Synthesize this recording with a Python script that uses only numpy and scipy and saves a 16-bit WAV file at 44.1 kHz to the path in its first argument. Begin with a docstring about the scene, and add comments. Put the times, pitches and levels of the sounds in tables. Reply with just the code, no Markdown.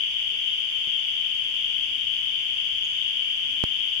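"""Bare woodland: a dense chorus of spring peepers, the larger crowd to the left.
Each frog repeats a short rising whistle; hundreds scatter off the trunks and merge into a shrill shimmer.
Behind them: faint low rumble, air hiss, a wash of far callers, a murmur, low distant blips.
A soft knock, one thin bird chip and a sharp tick on the right microphone stand out."""
import sys
import numpy as np
from scipy import signal
from scipy.fft import rfft, irfft
from scipy.io import wavfile

SR = 44100
rng = np.random.default_rng(int(sys.argv[2]) if len(sys.argv) > 2 else 0)


def wrap_up_sound(samples):
    """Save the sound to the file named by the first command line argument, as 16-bit audio."""
    columns = np.atleast_2d(samples).T
    # keep every value between -1 and 1, then stretch to whole-number steps
    tamed = np.clip(columns, -1, 1)
    steps = np.round(tamed * 32767).astype(np.int16)
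    wavfile.write(sys.argv[1], SR, steps)


N = 176400
TIME_S = np.arange(N) / SR

# rumble spectrum: f/Hz, density/(dB per Hz)
RUMBLE_SPECTRUM = [(20, -97), (35, -87.5), (60, -79), (100, -80), (160, -86.5), (270, -89.5), (520, -99),
                   (1300, -115), (4000, -140)]
# rumble drift: t/s, gain/dB
RUMBLE_DRIFT = [(0, 0.5), (1, -1), (1.8, 1), (2.2, 1.5), (2.8, 1), (3.1, -0.5), (4, 0.5)]
# air hiss: f/Hz, density/(dB per Hz)
AIR_SPECTRUM = [(100, -100), (350, -91), (550, -93), (900, -87.5), (1300, -90), (4000, -103), (7500, -99.5),
                (9500, -102), (11000, -100.5), (12500, -104), (15500, -104.5)]
# farthest callers: f/Hz, left density/(dB per Hz), right density/(dB per Hz)
FAR_CHORUS_SPECTRUM = [(1200, -105, -102), (1525, -88.5, -84.5), (1925, -84.5, -80.5), (2292, -81.5, -67.5),
                       (2540, -67, -68), (3020, -62, -65.5), (3656, -75, -82), (3836, -98.5, -99),
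                       (4090, -101, -106), (4275, -86, -96), (4690, -80.5, -90), (5110, -83.5, -94),
                       (5520, -96.5, -102), (6060, -84.5, -96), (6570, -91.5, -101), (6930, -95, -108),
                       (8600, -106, -118)]
# murmur swells: peak t/s, length/s, level/dB
MURMUR_SWELLS = [(1.88, .55, -61.5), (2.58, .3, -67.5), (3.615, 0.36, -57)]
# distant blips: t/s, f/Hz, level/dB
BLIP_NOTES = [(.305, 427, -58.5), (.595, 463, -61), (1.45, 437, -60.5)]
# knock modes: f/Hz, relative level/dB, T60/s
KNOCK_RESONANCES = [(207, -1.5, 0.11), (352, 4, 0.023), (520, -2, 0.022), (750, -7, 0.018)]
# calls pitched outside the crowds: t/s, start f/Hz, level/dB, left minus right/dB
LONE_CALLS = [(.42, 3520, -45, 8), (1.12, 3490, -43, 5), (1.92, 3500, -43, 5), (2.35, 2070, -43, -17),
              (2.9, 3510, -42.5, 8), (3.45, 2330, -42, -10), (3.67, 3480, -44, 10)]
# frog crowds: level/dB, mean f/Hz, f spread/Hz, left minus right/dB, second harmonic/dB
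FROG_CROWDS = [(-24, 3108, 124, 24, -33), (-30.5, 3065, 145, -10, -33.5)]


def from_db(db):
    """Decibels to gain."""
    return 10 ** (np.asarray(db) / 20)


def unit_rms(x):
    """Scale to rms 1."""
    return x / np.sqrt(np.mean(x ** 2) + 1e-20)


def pan(lean_db):
    """Constant-power gains; positive leans left."""
    gains = from_db([[lean_db / 2], [-lean_db / 2]])
    return gains / np.linalg.norm(gains)


def add(track, at_s, sound):
    """Mix a sound in at at_s; drop any overhang."""
    start = int(at_s * SR)
    low, high = max(start, 0), min(start + len(sound), len(track))
    if high > low:
        track[low:high] += sound[low - start:high - start]


def noise(points_hz, density_db):
    """Steady noise of given spectral density."""
    hz = np.maximum(np.arange(N // 2 + 1) * SR / N, 1)
    gain = from_db(np.interp(np.log(hz), np.log(points_hz), density_db))
    return irfft(rfft(rng.standard_normal(N)) * gain * np.sqrt(SR / 2), N)


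def whistle(length_s, start_hz, glide_hz=0, octave_gain=0):
    """Gliding sine with optional octave; swells and fades."""
    progress = np.linspace(0, 1, int(length_s * SR))
    phase = 2 * np.pi * np.cumsum(start_hz + glide_hz * progress) / SR
    envelope = np.sqrt(np.abs(np.sin(np.pi * progress)))
    return envelope * (np.sin(phase) + octave_gain * np.sin(2 * phase))


def woodland(x, direct_db, t60_s=0.98, build_s=0.012):
    """Direct sound plus decaying scatter off the trunks, independent per side."""
    t = TIME_S[:SR]
    envelope = from_db(-60 * t / t60_s) * (1 - np.exp(-t / build_s))
    response = rng.standard_normal((2, SR)) * envelope
    response /= np.linalg.norm(response, axis=1, keepdims=True)
    direct = from_db(direct_db)
    response[:, 0] = direct
    return signal.fftconvolve(x[None], response, axes=1)[:, :len(x)] / np.hypot(1, direct)


def rumble(shared_power=0.47):
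    """Far low rumble, partly common to both sides; level drifts slightly."""
    left, right, common = (noise(*np.transpose(RUMBLE_SPECTRUM)) for _ in range(3))
    drift = from_db(np.interp(TIME_S, *np.transpose(RUMBLE_DRIFT)))
    return drift * (np.sqrt(1 - shared_power) * np.array([left, right]) + np.sqrt(shared_power) * common)


def air():
    """Even hiss, independent per side."""
    return np.array([noise(*np.transpose(AIR_SPECTRUM)) for _ in range(2)])


def far_chorus():
    """Farthest callers, blurred to steady noise."""
    hz, left_db, right_db = np.transpose(FAR_CHORUS_SPECTRUM)
    return np.array([noise(hz, left_db), noise(hz, right_db)])


def murmur(centre_hz=270, width_hz=90):
    """Faint low noise band in Gaussian swells."""
    swells = sum(from_db(db) * np.exp(-(2 * (TIME_S - peak_s) / length_s) ** 2)
                 for peak_s, length_s, db in MURMUR_SWELLS)
    b, a = signal.iirpeak(centre_hz, centre_hz / width_hz, fs=SR)
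    band = signal.lfilter(b, a, signal.lfilter(b, a, rng.standard_normal((2, N))))
    return swells * unit_rms(band)


def blips(length_s=0.056):
    """Short low notes, far off."""
    notes = np.zeros(N)
    for at_s, hz, db in BLIP_NOTES:
        add(notes, at_s, from_db(db) * whistle(length_s, hz))
    return woodland(notes, direct_db=4)


def knock(at_s=0.874, level_db=-46):
    """Soft, dull knock nearby: damped modes."""
    t = np.maximum(TIME_S - at_s, 0)
    return sum(from_db(level_db + db - 60 * np.minimum(t / t60_s, 2)) * np.sin(2 * np.pi * hz * t)
               for hz, db, t60_s in KNOCK_RESONANCES)


def bird(at_s=2.839, level_db=-39):
    """One thin falling chip, echoing in the trees."""
    chip = np.zeros(N)
    add(chip, at_s, whistle(length_s=0.0238, start_hz=6780, glide_hz=-420))
    return from_db(level_db) * pan(lean_db=16) * woodland(chip, direct_db=1)


def tick(at_s=3.63865, step_db=-7, leak_hz=93, leak_q=0.7, top_hz=9600):
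    """Pressure step on the right microphone; leaks away with one undershoot."""
    step = (TIME_S >= at_s) * from_db(step_db)
    w = 2 * np.pi * leak_hz
    leaked = signal.lfilter(*signal.bilinear([1, 0, 0], [1, w / leak_q, w * w], SR), step)
    right = signal.lfilter(*signal.butter(2, top_hz, fs=SR), leaked)
    return np.array([np.zeros(N), right])


def lone_frogs(length_s=0.14, rise_hz=268.4):
    """One very high peeper and two low calls, either side of the chorus pitch."""
    calls = np.zeros((2, N))
    for at_s, hz, db, lean_db in LONE_CALLS:
        peep = from_db(db) * whistle(length_s, hz, rise_hz)
        for track, gain in zip(calls, pan(lean_db)):
            add(track, at_s, gain * peep)
    return np.array([woodland(track, direct_db=-1)[side] for side, track in enumerate(calls)])


def frog_spot(pitches_hz, octave_db, peep_s=0.1, rise_hz=268.4, period_s=0.7, spread_db=1.5):
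    """Frogs at one spot; each repeats a rising peep at its own level, pace and length."""
    calls = np.zeros(N + SR)  # 1 s lead-in: already calling at t = 0
    for hz in pitches_hz:
        loudness, slowness, length = np.clip(rng.standard_normal(size=3), -2, 2)
        beats = rng.random() + np.arange(-1, 10) + rng.normal(scale=0.06, size=11)
        own_period_s = period_s * np.exp(0.12 * slowness)
        own_peep_s = peep_s * np.exp(0.1496 * length)
        peep = whistle(own_peep_s, hz - rise_hz / 2, rise_hz, from_db(octave_db))
        peep *= from_db(spread_db * loudness)
        for beat in beats:
            add(calls, beat * own_period_s, peep)
    return woodland(calls, direct_db=-6.5)[:, SR:]


def frog_crowd(level_db, mean_hz, spread_hz, lean_db, octave_db, spots=10, per_spot=60):
    """Peepers with normally distributed pitches, dealt over spots with separate echoes."""
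    draws = np.sort(rng.standard_normal(spots * per_spot * per_spot))
    pitches_hz = mean_hz + spread_hz * draws[per_spot // 2::per_spot]  # even quantiles
    calls = sum(frog_spot(pitches_hz[k::spots], octave_db) for k in range(spots))
    return from_db(level_db) * pan(lean_db) * unit_rms(calls)


def scene():
    """Chorus, background and small events; stereo."""
    chorus = sum(frog_crowd(*row) for row in FROG_CROWDS) + lone_frogs()
    background = murmur() + far_chorus() + air() + rumble() + blips()
    return chorus + background + knock() + bird() + tick()


def record(dry, cutoff_hz=15500):
    """Steep elliptic low-pass."""
    return signal.sosfilt(signal.ellip(10, 0.1, 80, cutoff_hz, fs=SR, output="sos"), dry)


dry = scene()
out = record(dry)
wrap_up_sound(out)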